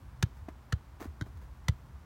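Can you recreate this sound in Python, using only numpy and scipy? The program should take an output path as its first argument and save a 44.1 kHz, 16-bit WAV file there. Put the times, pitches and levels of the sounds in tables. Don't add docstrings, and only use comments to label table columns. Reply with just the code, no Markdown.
import sys
import numpy as np
from scipy import signal
from scipy.fft import rfft, irfft, next_fast_len
from scipy.io import wavfile

SR = 44100
rng = np.random.default_rng(int(sys.argv[2]) if len(sys.argv) > 2 else 0)


def wav_out(sig):
    wavfile.write(sys.argv[1], SR, np.round(np.clip(np.atleast_2d(sig).T, -1, 1) * 32767).astype(np.int16))


N = 90404
T = np.arange(N) / SR

# start in seconds, slap
# level in dB, slap rise and hold in seconds, tick and treble in dB, then pitch in Hz and level in dB
# for the knock, the lower and the upper resonance, notch centre in Hz, notch depth from 0 to 1, thump
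# level in dB, thump delay in seconds, thump starting pitch in Hz, slap echo in dB.
HITS = [(0.2262, -28, 0.00029, 0.0031, 15, 3, 343, -5, 905, -5.5, 1666, -3, 620, 0.8, -14, 0.0044, 155, -22),
        (0.7225, -31.5, 0.0034, .0025, -4, -3, 462, -6.5, 1323, -3, 1790, -3, 670, 0.05, -16.5, 0.0073, 127, -22.5),
        (1.2113, -34, 0.00051, 0.0014, 12, -8, 309, -4, 1526, -2.5, 1650, -16, 2600, 1, -24, 0.0039, 147.5, -8.5),
        (1.6817, -29.5, 0.003, 0.0017, -8, 3, 521, -11, 973, -5, 2008, 0, 1670, 0.1, -13, 0.00617, 132, -19.5)]
# frequency in Hz, relative level in dB.
SLAP_SPECTRUM = [(150, 12), (330, 4.5), (620, -3), (1000, -4), (1350, 8), (1900, 1.5), (2500, -2.5),
                 (3200, 0.5), (4100, 0.5), (5100, -7.5), (6100, -0.5), (7800, -9), (11000, -15.5),
                 (16000, -20.5)]
# frequency in Hz, relative level in dB, T60 in seconds.
BALL_MODES = [(1367, 5.5, 0.036), (1720, 0, 0.094), (2190, -4, 0.13), (3160, -7.5, 0.18), (3560, -11, 0.16),
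              (4050, -7.5, 0.15), (4700, -6.5, 0.087), (5700, -15, 0.07), (6340, -16, 0.14)]
# start in seconds, thud level in dB, pitch in Hz, relative knock level in dB.
LANDINGS = [(0.4841, -34.5, 273, -2), (1.0140, -37.5, 313, -10), (1.0556, -35.5, 261, -21),
            (1.2640, -47.5, 297, -0.5)]
# start in seconds, level in dB, pitch in Hz.
FOOTFALLS = [(0.415, -41.5, 78), (1.067, -37.5, 79), (1.356, -40, 75.6), (1.935, -40.5, 66.7)]
# start in seconds, level in dB, rise, hold and T60 in seconds, treble gain in dB.
RUBS = [(0.34, -70, 0.013, 0.033, 0.16, 5), (0.483, -47.5, 0.0028, 0.0028, 0.074, -10),
        (0.997, -46, 0.0075, 0.029, 0.18, -3.5), (1.257, -57, 0.0084, .009, .08, -5),
        (1.369, -67.5, .003, 0.0054, 0.037, 7.5), (1.413, -59.5, 0.0048, 0.0084, 0.16, -1)]
# frequency in Hz, relative level in dB.
RUB_SPECTRUM = [(150, -5.5), (350, 7.5), (600, 3), (1000, 3.5), (2000, -1), (3000, -12), (6500, -12.5),
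                (10000, -17.5), (14000, -15.5), (16000, -12)]
# frequency in Hz, relative level in dB.
SCATTER_SPECTRUM = [(100, -12), (400, 20.5), (1500, 1), (4000, 8.5), (6500, 2.5), (10000, -2), (16000, 16)]
# frequency in Hz, relative level in dB.
HUSH_SPECTRUM = [(110, -1.5), (200, 0.5), (300, -4), (430, -8.5), (600, -8.5), (1000, -5), (1500, -10.5),
                 (2200, -17), (3000, -21.5), (6000, -26.5), (10500, -32), (16000, -31)]
# frequency in Hz, relative level in dB.
BREEZE_SPECTRUM = [(15, -23), (25, -19), (40, -13), (60, 3), (75, -4), (95, -12.5), (120, -7), (160, -18),
                   (250, -30.5), (600, -60)]
# time in seconds, level in dB.
BREEZE_LEVELS = [(0, -45.5), (.3, -49), (.55, -53), (.9, -51), (1.1, -49.5), (1.42, -46), (1.58, -52),
                 (1.82, -47.5), (2.05, -51.5)]

SLAP_SPLIT_HZ, SLAP_LOW_T60_S, SLAP_HIGH_T60_S = 1600, 0.025, 0.0088
BALL_KNOCK_T60_S, RESONANCE_T60_S, RING_DB = 0.031, 0.014, -26
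THUMP_RISE_S, THUMP_T60_S, THUMP_GLIDE_S, THUMP_END_HZ = 0.00874, 0.039, 0.024, 24.4
SLAP_ECHO_S, THUMP_ECHO_S, THUMP_ECHO_DB, THUMP_ECHO_CUTOFF_HZ = 0.01, 0.0264, -14, 89.5
STEP_RISE_S, STEP_T60_S, STEP_KNOCK_HZ, STEP_KNOCK_T60_S = 0.001, 0.014, 658, 0.032
GRAINS_PER_S, GRAIN_SPREAD_DB, GRAIN_POWER_SHARE = 2200, 4, 0.84
SCATTER_DB, SCATTER_T60_S, HUSH_DB = -24, 0.44, -60.5
LOW_CUT_HZ, HIGH_CUT_HZ = 36.4, 16000


def ball():
    slaps, thumps, blows = np.zeros((3, N))
    for (start, slap_db, rise, hold, tick_db, treble_db, knock_hz, knock_db,
         lower_hz, lower_db, upper_hz, upper_db, notch_hz, notch_depth,
         thump_db, thump_delay, thump_hz, echo_db) in HITS:
        skin = slap(start, rise, hold, tick_db, treble_db, notch_hz, notch_depth)
        knock = from_db(knock_db) * tone(start, knock_hz, thump_delay, 0, BALL_KNOCK_T60_S)
        lower = from_db(lower_db) * tone(start, lower_hz, rise, hold, RESONANCE_T60_S)
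        upper = from_db(upper_db) * tone(start, upper_hz, rise, hold, RESONANCE_T60_S)
        crack = from_db(slap_db) * (skin + knock + lower + upper)
        slaps += crack + from_db(echo_db) * delayed(crack, SLAP_ECHO_S)
        thumps += from_db(thump_db) * thump(start + thump_delay, thump_hz)
        blows[int((start + rise) * SR)] = from_db(slap_db)
    thump_echo = butterworth(delayed(thumps, THUMP_ECHO_S), THUMP_ECHO_CUTOFF_HZ, "low")
    return slaps + enclosed_air(blows) + thumps + from_db(THUMP_ECHO_DB) * thump_echo


def slap(start, rise, hold, tick_db, treble_db, notch_hz, notch_depth):
    noise = rng.standard_normal(N)
    low = butterworth(noise, SLAP_SPLIT_HZ, "low")
    push = low * envelope(start, rise, hold, SLAP_LOW_T60_S)
    push += (noise - low) * envelope(start, rise, hold, SLAP_HIGH_T60_S)
    push[int(start * SR)] -= from_db(tick_db)
    crack = shelf(colour(push, SLAP_SPECTRUM), treble_db)
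    for _ in range(2):
        crack = crack - notch_depth * band_pass(crack, notch_hz, width_hz=0.29 * notch_hz)
    return crack


def thump(start, hz):
    age = np.maximum(T - start, 0)
    glide = 1 - np.exp(-age / THUMP_GLIDE_S)
    cycles = THUMP_END_HZ * age + (hz - THUMP_END_HZ) * THUMP_GLIDE_S * glide
    return -np.sin(2 * np.pi * cycles) * envelope(start, THUMP_RISE_S, 0, THUMP_T60_S)


def enclosed_air(blows):
    return sum(from_db(RING_DB + db) * ring(blows, hz, t60) for hz, db, t60 in BALL_MODES)


def steps():
    feet = np.zeros(N)
    for start, db, hz, knock_db in LANDINGS:
        thud = tone(start, hz, STEP_RISE_S, 1 / hz, STEP_T60_S)
        knock = tone(start, STEP_KNOCK_HZ, STEP_RISE_S, 0, STEP_KNOCK_T60_S)
        feet += from_db(db) * (thud + from_db(knock_db) * knock)
    for start, db, hz in FOOTFALLS:
        feet += from_db(db) * tone(start, hz, rise=0.0071, hold=0.024, t60=0.1)
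    return feet


def scuffs_and_swishes():
    sizes = from_db(GRAIN_SPREAD_DB * np.minimum(rng.exponential(1, N), 4))
    signs = rng.choice([-1, 1], N)
    grains = rms_one(sizes * signs * (rng.random(N) < GRAINS_PER_S / SR))
    hiss = np.sqrt(1 - GRAIN_POWER_SHARE) * rng.standard_normal(N)
    rub = colour(np.sqrt(GRAIN_POWER_SHARE) * grains + hiss, RUB_SPECTRUM)
    return sum(from_db(db) * shelf(rub * envelope(start, rise, hold, t60), treble_db)
               for start, db, rise, hold, t60, treble_db in RUBS)


def scatter(x):
    tail = rng.standard_normal(N) * envelope(0, rise=0.01, hold=0, t60=SCATTER_T60_S)
    response = colour(tail, SCATTER_SPECTRUM)
    response /= np.sqrt(np.sum(response ** 2))
    return from_db(SCATTER_DB) * signal.fftconvolve(x, response)[:N]


def hush():
    return from_db(HUSH_DB) * rms_one(colour(rng.standard_normal(N), HUSH_SPECTRUM))


def breeze():
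    level_db = np.interp(T, *np.transpose(BREEZE_LEVELS))
    return from_db(level_db) * rms_one(colour(rng.standard_normal(N), BREEZE_SPECTRUM))


def tone(start, hz, rise, hold, t60):
    return np.sin(2 * np.pi * hz * (T - start)) * envelope(start, rise, hold, t60)


def envelope(start, rise, hold, t60):
    attack = np.clip((T - start) / rise, 0, 1)
    return attack * np.exp(-np.log(1000) * np.clip((T - start - rise - hold) / t60, 0, 10))


def ring(x, hz, t60):
    radius, angle = np.exp(-np.log(1000) / (t60 * SR)), 2 * np.pi * hz / SR
    return signal.lfilter([0, np.sin(angle)], [1, -2 * radius * np.cos(angle), radius ** 2], x + 1e-18)


def band_pass(x, hz, width_hz):
    radius, angle = np.exp(-np.pi * width_hz / SR), 2 * np.pi * hz / SR
    numerator = np.array([1, 0, -1]) * (1 - radius ** 2) / 2
    return signal.lfilter(numerator, [1, -2 * radius * np.cos(angle), radius ** 2], x + 1e-18)


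def colour(x, spectrum):
    size = 2 * next_fast_len(N)
    hz, db = np.transpose(spectrum)
    bin_hz = np.arange(size // 2 + 1) * SR / size
    gain = rms_one(from_db(np.interp(np.log(bin_hz + 1), np.log(hz), db)))
    cepstrum = irfft(np.log(gain))
    cepstrum[1:size // 2] *= 2
    cepstrum[size // 2 + 1:] = 0
    return irfft(rfft(x, size) * np.exp(rfft(cepstrum)))[:N]


def shelf(x, treble_db, corner_hz=2900):
    return x + (from_db(treble_db) - 1) * butterworth(x, corner_hz, "high")


def butterworth(x, hz, kind, order=1):
    return signal.sosfilt(signal.butter(order, hz, kind, fs=SR, output="sos"), x)


def delayed(x, seconds):
    return np.interp(T - seconds, T, x, left=0)


def from_db(db):
    return 10 ** (np.asarray(db) / 20)


def rms_one(x):
    return x / np.sqrt(np.mean(x ** 2) + 1e-20)


def scene():
    play = ball() + steps() + scuffs_and_swishes()
    return (play + scatter(play) + hush() + breeze())[None]


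def record(dry):
    thinned = butterworth(dry, LOW_CUT_HZ, "high", order=2)
    return signal.sosfilt(signal.ellip(10, .1, 80, HIGH_CUT_HZ, fs=SR, output="sos"), thinned)


dry = scene()
out = record(dry)
wav_out(out)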